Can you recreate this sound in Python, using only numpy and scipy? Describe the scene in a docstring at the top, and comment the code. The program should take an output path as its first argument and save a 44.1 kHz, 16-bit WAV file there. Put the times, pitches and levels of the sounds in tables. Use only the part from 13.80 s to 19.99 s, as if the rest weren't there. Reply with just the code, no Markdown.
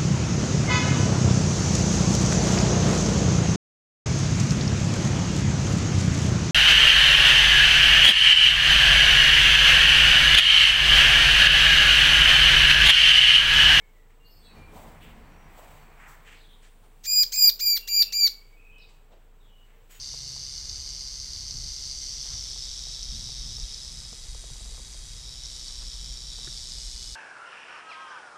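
"""On a sheltered porch a small caged bird gives five loud whistled notes and shuffles about its perch.
Its syrinx sounds a harmonic series, coloured by throat and beak and echoed by the porch and the walls
beyond; its feathers and feet rustle by friction. Other birds whistle far off, and a vehicle passes in
the street with a throbbing engine boom and a roar of tyres. A deep hum and a soft hiss lie under it all."""
import sys
import numpy as np
from scipy import signal
from scipy.fft import rfft, irfft
from scipy.io import wavfile
from scipy.ndimage import map_coordinates

SR = 44100
rng = np.random.default_rng(int(sys.argv[2]) if len(sys.argv) > 2 else 0)


def unload_wav(signal):
    """Save mono or channel-first audio to the path in sys.argv[1] as 16-bit WAV at rate SR, clipped to [-1, 1]."""
    wavfile.write(
        sys.argv[1],
        SR,
        np.round(np.clip(np.atleast_2d(signal).T, -1, 1) * 32767).astype(np.int16),
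    )


N = 273155
T = np.arange(N) / SR

# Bright microphone colouring heard on the hiss and rustles: a peak near 8 kHz and a rise toward 15 kHz.
# Each row: frequency in Hz, relative level in dB.
MICROPHONE_COLOUR = [(1500, -4.5), (3000, 1), (5000, -8), (7000, -6.5), (7900, 0.5), (9000, -11),
                     (12000, -11), (14000, -5.5), (15700, -1.5), (20000, 2.5)]


def from_db(db):
    """Amplitude ratio: a factor of ten for every 20 dB."""
    return 10 ** (np.asarray(db) / 20)


def rms_one(x):
    """Normalisation to unit mean power."""
    return x / np.sqrt(np.mean(x ** 2) + 1e-20)


def in_time(rows, t=T):
    """Linear interpolation of each column between the times in the first."""
    times, *columns = np.transpose(rows)
    return [np.interp(t, times, column) for column in columns]


def drift(hz):
    """Random fluctuation of unit rms: white noise twice through a one-pole low-pass."""
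    pole = np.exp(-2 * np.pi * hz / SR)
    once = signal.lfilter([1], [1, -pole], rng.standard_normal(N + SR))
    return rms_one(signal.lfilter([1], [1, -pole], once)[SR:])


def coloured(spectrum):
    """Spectral shaping: white noise weighted by levels over log frequency, at unit rms."""
    hz, level_db = np.transpose(spectrum)
    log_hz = np.log(np.arange(1, N // 2 + 2) * SR / N)
    gain = from_db(np.interp(log_hz, np.log(hz), level_db))
    return rms_one(irfft(rfft(rng.standard_normal(N)) * gain, N))


def resonance(x, hz, width_hz):
    """A damped resonator: two poles, unit gain at the peak."""
    r = np.exp(-np.pi * width_hz / SR)
    gain = (1 - r * r) / 2
    return signal.lfilter([gain, 0, -gain], [1, -2 * r * np.cos(2 * np.pi * hz / SR), r * r], x)


def echoes(x, t60_s, gap_s=.0065):
    """Reverberation: after a short gap, dense reflections decay exponentially; the tail has unit energy."""
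    t = T[:SR // 2]
    tail = rng.standard_normal(len(t)) * from_db(-60 * t / t60_s) * (t > gap_s)
    return signal.fftconvolve(x, tail / np.sqrt(np.sum(tail ** 2)))[:N]


def hiss():
    """Broadband ambient noise: a dull floor and a swelling, ebbing treble coloured by the microphone."""
    # Each row: frequency in Hz, relative spectral density in dB.
    floor_spectrum = [(45, -14), (62, -3), (95, 1), (200, -8), (380, -11.5), (445, -1.5), (520, -11.5),
                      (900, -12.5), (2400, -22), (4500, -36), (7000, -61)]
    # Each row: time in seconds, level in dB.
    treble_swell = [(0, -67.5), (.5, -66.5), (.7, -64), (1.4, -64.5), (2.2, -61.5), (3.1, -66),
                    (3.4, -59.5), (4.5, -61), (4.9, -67.5), (5.55, -69), (6.19, -65)]
    floor = from_db(-63 + .7 * drift(3)) * coloured(floor_spectrum)
    treble = from_db(in_time(treble_swell)[0] + .8 * drift(6)) * coloured(MICROPHONE_COLOUR)
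    return floor + treble


def hum(pitch_hz=27.6):
    """A deep tone, as from a fan or pump, under slight random amplitude and frequency modulation."""
    # Each row: time in seconds, level in dB.
    swell = [(0, -54), (.6, -52), (1.5, -51), (4.3, -50.5), (6.19, -52)]
    level_db = in_time(swell)[0] + .72 * drift(3.6)
    phase = 2 * np.pi * np.cumsum(pitch_hz + .28 * drift(1.6)) / SR
    return np.sqrt(2) * from_db(level_db) * np.sin(phase)


def passing(start_s, end_s, top_db, rise_db_per_s, fade_db_per_s):
    """Level falls with distance: a source nears, holds its top level from start to end, and recedes."""
    return top_db - rise_db_per_s * np.maximum(start_s - T, 0) - fade_db_per_s * np.maximum(T - end_s, 0)


def vehicle(throb_hz=6.3):
    """Noise-driven resonances make the engine's boom, which throbs while near; tyres add a broad roar."""
    # Each row: resonance frequency in Hz, bandwidth in Hz, relative gain in dB.
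    engine_modes = [(48.3, 12, -1), (77.4, 12, 0), (145, 12, -1.5), (182, 26, -25.5), (224.4, 5, -4.5),
                    (287, 13, -18.5), (419, 19, -17)]
    # Each row: frequency in Hz, relative spectral density in dB.
    tyre_spectrum = [(180, -29.5), (300, -6), (576, -9), (704, 0), (1100, -0.5), (1280, -4.5), (2340, -6),
                     (4220, -28.5), (6000, -38), (7800, -37.5), (13200, -120)]
    noise = rng.standard_normal(N)
    boom = sum(from_db(gain_db) * resonance(noise, hz, width) for hz, width, gain_db in engine_modes)
    near = np.clip((1.3 - T) / .25, 0, 1)
    throb_db = 3 * near * np.cos(2 * np.pi * throb_hz * (T - .78))
    roar = coloured(tyre_spectrum) * from_db(passing(.76, 2.3, -57.5, 90, 26) + .7 * drift(14))
    boom_db = passing(.77, 1.22, -49.5, 75, 11) + throb_db + 1.2 * drift(8)
    return rms_one(boom) * from_db(boom_db) + roar


def far_birds():
    """Pure-tone glides, smeared in pitch and level by propagation across the yards."""
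    # Each row: start and end in seconds, first and last pitch in Hz, relative level in dB, blur (0 to 1).
    glides = [(0, 0.07, 2150, 2190, -65, 0.47), (0, 0.107, 3120, 3000, -79, 0.3),
              (0, .07, 1750, 1730, -74, 0), (0.135, .26, 2004, 1950, -70, 0.42),
              (0.399, .51, 2780, 2857, -65, 0.1), (0.518, .66, 2790, 2810, -75, 0.37),
              (0.448, .49, 4230, 4541, -60.5, 0.7), (0.468, .792, 4500, 4400, -64.5, 0.36),
              (.5, .587, 5220, 4920, -65.5, 0.66), (0.458, .58, 13230, 13800, -65, 0.45),
              (.59, .7, 8160, 8230, -70, 0.6), (0.631, .72, 4176, 4030, -61.5, 0.59),
              (0.639, .718, 4012, 3900, -61.5, 0.59), (0.617, .68, 3500, 3350, -66, .2),
              (0.663, .715, 2750, 2460, -63.5, 0), (0.754, .9, 2400, 2354, -59.5, 0.07),
              (.716, 1.295, 9300, 9040, -78, 0.8), (1.421, 1.527, 4480, 4427, -74, 0.32),
              (1.511, 1.695, 5680, 5840, -74, .5), (1.92, 2.124, 4470, 4450, -75, 0.47),
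              (2.539, 2.61, 4480, 4640, -62.5, .99), (2.543, 2.666, 4054, 3600, -66, 0.93),
              (2.634, 2.774, 3650, 3417, -62.5, 0.84), (2.6, 3.24, 9150, 9120, -76, 0.65),
              (3.993, 4.14, 2778, 2750, -48, 0.34), (4.139, 4.358, 2730, 2710, -50, 0.5),
              (4.505, 4.729, 2254, 2250, -58, 0.24), (4.767, 5.057, 2522, 2555, -57, 0.43),
              (4.909, 5.03, 3065, 2850, -61.5, 0.6), (4.986, 5.039, 5370, 4440, -63.5, 1),
              (4.989, 5.066, 4040, 3780, -63, 0.78), (5.602, 5.72, 3760, 3060, -65.5, .75),
              (5.686, 5.864, 2974, 2860, -64.5, 0.44), (5.953, 5.99, 12600, 12400, -73, .97),
              (6.103, 6.187, 6880, 6830, -62, 0.43), (6.105, 6.174, 3100, 3134, -65, 0.6)]
    out, waver, flutter = np.zeros(N), drift(200), drift(25)
    for start, end, start_hz, end_hz, level_db, blur in glides:
        part = slice(int(start * SR), int(end * SR))
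        progress = np.linspace(0, 1, len(T[part]))
        hz = start_hz + (end_hz - start_hz) * progress + 330 * blur ** 2 * waver[part]
        envelope = np.sin(np.pi * progress) ** .3 * from_db(level_db + 3 * blur * flutter[part])
        out[part] += np.sqrt(2) * envelope * np.sin(2 * np.pi * np.cumsum(hz) / SR)
    return .75 * out + from_db(-4) * echoes(out, t60_s=.55)


def rustles(brush_from_hz=1500, scuff_spread=1.45):
    """Friction noise on perch and bars: a grainy brush of feathers over a duller scuff of feet."""
    # Each row: start and length in seconds, brush level in dB, top of the brush band in Hz,
    # centre of the scuff band in Hz, scuff level in dB.
    shuffles = [(0.296, 0.046, -72, 9100, 2030, -67), (0.914, 0.22, -53, 19000, 730, -47),
                (1.199, 0.13, -57.5, 19000, 2800, -55.5), (1.722, 0.27, -54.5, 19000, 750, -51),
                (2.169, .2, -62.5, 8950, 1640, -49), (2.264, 0.095, -51.5, 19000, 1220, -59),
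                (2.443, 0.16, -57, 8300, 2320, -53), (2.813, .1, -59.5, 8750, 1990, -71),
                (3.026, 0.047, -66, 6000, 910, -62), (4.981, 0.0068, -59, 15400, 4000, -65),
                (5.074, 0.091, -63.5, 8535, 1115, -70), (5.3, 0.092, -65.5, 5000, 550, -58),
                (5.85, .18, -76, 4985, 1964, -67), (6.089, 0.12, -50.5, 18900, 2030, -78)]
    out = np.zeros(N)
    grain = coloured([(100, 0), *MICROPHONE_COLOUR[1:]]) * from_db(1.3 * drift(35))
    for start, length, brush_db, top_hz, scuff_hz, scuff_db in shuffles:
        part = slice(int(start * SR), int((start + 2 * length) * SR))
        progress = (T[part] - start) / length
        envelope = np.clip(progress * 4, 0, 1) * np.exp(-1.2 * progress ** 2)   # quick start, softer end
        scuff_edges = [scuff_hz / scuff_spread, scuff_hz * scuff_spread]
        for edges, level_db in [([brush_from_hz, top_hz], brush_db), (scuff_edges, scuff_db)]:
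            band = signal.butter(2, edges, "band", fs=SR, output="sos")
            out[part] += from_db(level_db) * envelope * rms_one(signal.sosfilt(band, grain[part]))
    return out


def unsteady_pitch(tremble_share=.009, wander_share=.003):
    """Random frequency modulation: a pitch ratio near 1 with a fast tremble and a slower wander."""
    tremble = rng.standard_normal(N)
    for _ in range(3):   # steep skirts keep the gaps between the partials clear
        tremble = rms_one(resonance(tremble, hz=110, width_hz=180))
    return 1 + tremble_share * tremble + wander_share * drift(35)


def voice_catches():
    """Share of pitch lost as the voice catches: a sudden drop, then exponential relaxation."""
    # Each row: start in seconds, approximate share of pitch lost, recovery time constant in seconds.
    catches = [(3.259, .2, .003), (3.535, .15, .002), (3.541, .16, .002), (3.56, .22, .002),
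               (3.938, .03, .003)]
    drop = np.zeros(N)
    for start, depth, recovery in catches:
        age = np.maximum(T - start, 0) / recovery
        drop += depth * 1.6 * (np.exp(-age) - np.exp(-6 * age))
    return drop


def partial_levels(effort_db, closing, turn_db, usual_db=-19.5, third_full_db=-20.5):
    """Spectral envelope in dB: partials grow with effort and shift as the beak closes and the head turns."""
    # Each row, for partials 1 to 6: level at usual effort in dB, dB gained per dB of effort,
    # change in dB as the beak closes.
    partials = [(-42.5, 0.18, 2), (-19.5, 1, 0.5), (-26, 0.67, -11), (-61.5, 0.04, 17), (-50, 0.43, -1.5),
                (-27, 0.6, 2)]
    base_db, growth, closing_db = np.transpose(partials)[:, :, None]
    drive_db = np.tile(effort_db - usual_db, (6, 1))
    drive_db[2] = np.minimum(drive_db[2], third_full_db - usual_db)   # the third partial saturates
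    level_db = base_db + growth * drive_db + closing_db * closing
    level_db[[2, 4, 5]] += np.array(turn_db)[:, None]
    return level_db


def caged_bird(fall_to_share=.4, fall_rough=.09):
    """Source and filter: harmonics of the syrinx slide through the colour set by throat and beak."""
    # The held part of each note. Each row: time in seconds, pitch in Hz,
    # effort in dB (about the level of the second partial).
    notes = [
        [(3.266, 2419, -37), (3.299, 2418, -27), (3.332, 2451, -22), (3.364, 2449, -20), (3.397, 2447, -15),
         (3.43, 2419, -17)],
        [(3.536, 2479, -30), (3.567, 2494, -30), (3.598, 2437, -22), (3.63, 2426, -16), (3.661, 2409, -14),
         (3.692, 2388, -15)],
        [(3.811, 2417, -29), (3.841, 2404, -26), (3.871, 2392, -22), (3.902, 2371, -20), (3.932, 2357, -21),
         (3.962, 2328, -26)],
        [(4.091, 2381, -35), (4.117, 2361, -27), (4.143, 2356, -22), (4.17, 2396, -19), (4.196, 2373, -16),
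         (4.222, 2339, -14)],
        [(4.336, 2363, -28), (4.362, 2352, -25), (4.389, 2388, -23), (4.415, 2360, -20), (4.442, 2334, -16),
         (4.468, 2260, -17)],
    ]
    # The slides into and out of each note. Each row: rise and fall in seconds, hoarseness of the rise and
    # opening pitch as shares of the held pitch, opening and final gain in dB, closing time of the beak
    # in seconds, dB added to partials 3, 5 and 6 by the turn of the head.
    slides = [(.032, 0.014, 0.46, .6, -11, -15.5, 0.0093, 0.5, 0, -2.5),
              (.018, .015, .08, 0.34, -7.5, -14, 0.032, 0.5, -0.5, 1),
              (0.02, 0.022, 0.24, 0.19, -8, -4, 0.025, -5, -4, -0.5),
              (.019, 0.014, 0.1, .45, -2.5, -15.5, 0.012, -3, 7.5, -4.5),
              (.015, .019, 0.107, 0.53, -7.5, -17.5, 0.018, -3, 4, -8.5)]
    # Air rushing past the syrinx. Each row: frequency in Hz, relative spectral density in dB.
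    rasp_spectrum = [(1500, -30), (3500, -16), (5200, -12), (5900, -2), (6600, -12), (8600, -24),
                     (10800, -20), (12800, -6), (13600, 3), (15000, 6), (15800, 8)]
    out, unsteady, catch = np.zeros(N), unsteady_pitch(), voice_catches()
    shimmer_db = [.8 * drift(80), .8 * drift(80)]   # even and odd partials
    air, hoarse = coloured(rasp_spectrum), drift(300)
    for held, (rise, fall, rise_rough, from_share, in_db, out_db, close_s, *turn_db) in zip(notes, slides):
        start, end = held[0][0], held[-1][0]
        part = slice(int((start - rise) * SR), int((end + fall) * SR))
        t = T[part]
        pitch, effort_db = in_time(held, t)
        closing = np.clip(1 - (end - t) / close_s, 0, 1)
        held_db = partial_levels(effort_db, closing, turn_db)
        before = np.clip((start - t) / rise, 0, 1)   # 1 to 0 over the rise
        after = np.clip((t - end) / fall, 0, 1)   # 0 to 1 over the fall
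        share = 1 - (1 - from_share) * before ** 1.4 - (1 - fall_to_share) * after ** 1.1
        share *= (unsteady - catch)[part]
        # The membranes run unevenly while they start and stop.
        share *= 1 + (rise_rough * np.sqrt(before) + fall_rough * after) * hoarse[part]
        fade = np.minimum(1, 3 * (1 - before) * (1 - after))
        envelope = from_db(in_db * before + out_db * after ** 1.4) * fade
        # Levels at 0 to 8 times the held pitch; the colour is flat above that.
        colour_db = np.array([held_db[0] - 11.5, *held_db, held_db[-1] - 8, held_db[-1] - 16])
        phase = 2 * np.pi * np.cumsum(pitch * share) / SR
        for k in range(1, 15):
            place = np.clip(k * share, 0, len(colour_db) - 1)
            level_db = map_coordinates(colour_db, [place, np.arange(len(t))], order=1)
            level_db += np.sqrt(k) * shimmer_db[k % 2][part]   # higher partials flicker more
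            audible = k * pitch * share < .45 * SR
            out[part] += np.sqrt(2) * audible * envelope * from_db(level_db) * np.sin(k * phase)
        # The rasp follows the second partial and flares on slides and catches.
        rasp_db = -46 + .6 * (held_db[1] + 20) + 18 * (before + after + 2 * catch[part])
        out[part] += envelope * from_db(rasp_db) * air[part]
    return out


def porch(direct):
    """Direct sound plus the porch's short reverberation and a longer, fainter tail from walls beyond."""
    return direct + from_db(-12.5) * echoes(direct, t60_s=.22) + from_db(-24) * echoes(direct, t60_s=.45)


def scene():
    """Superposition of all sources in one channel."""
    return (hiss() + hum() + vehicle() + far_birds() + rustles() + porch(caged_bird()))[None]


def record(dry):
    """Band limiting: a steep low-pass removes the highest treble."""
    cutoff_hz = 15800
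    return signal.sosfilt(signal.ellip(12, .5, 80, cutoff_hz, fs=SR, output="sos"), dry)


dry = scene()
out = record(dry)
unload_wav(out)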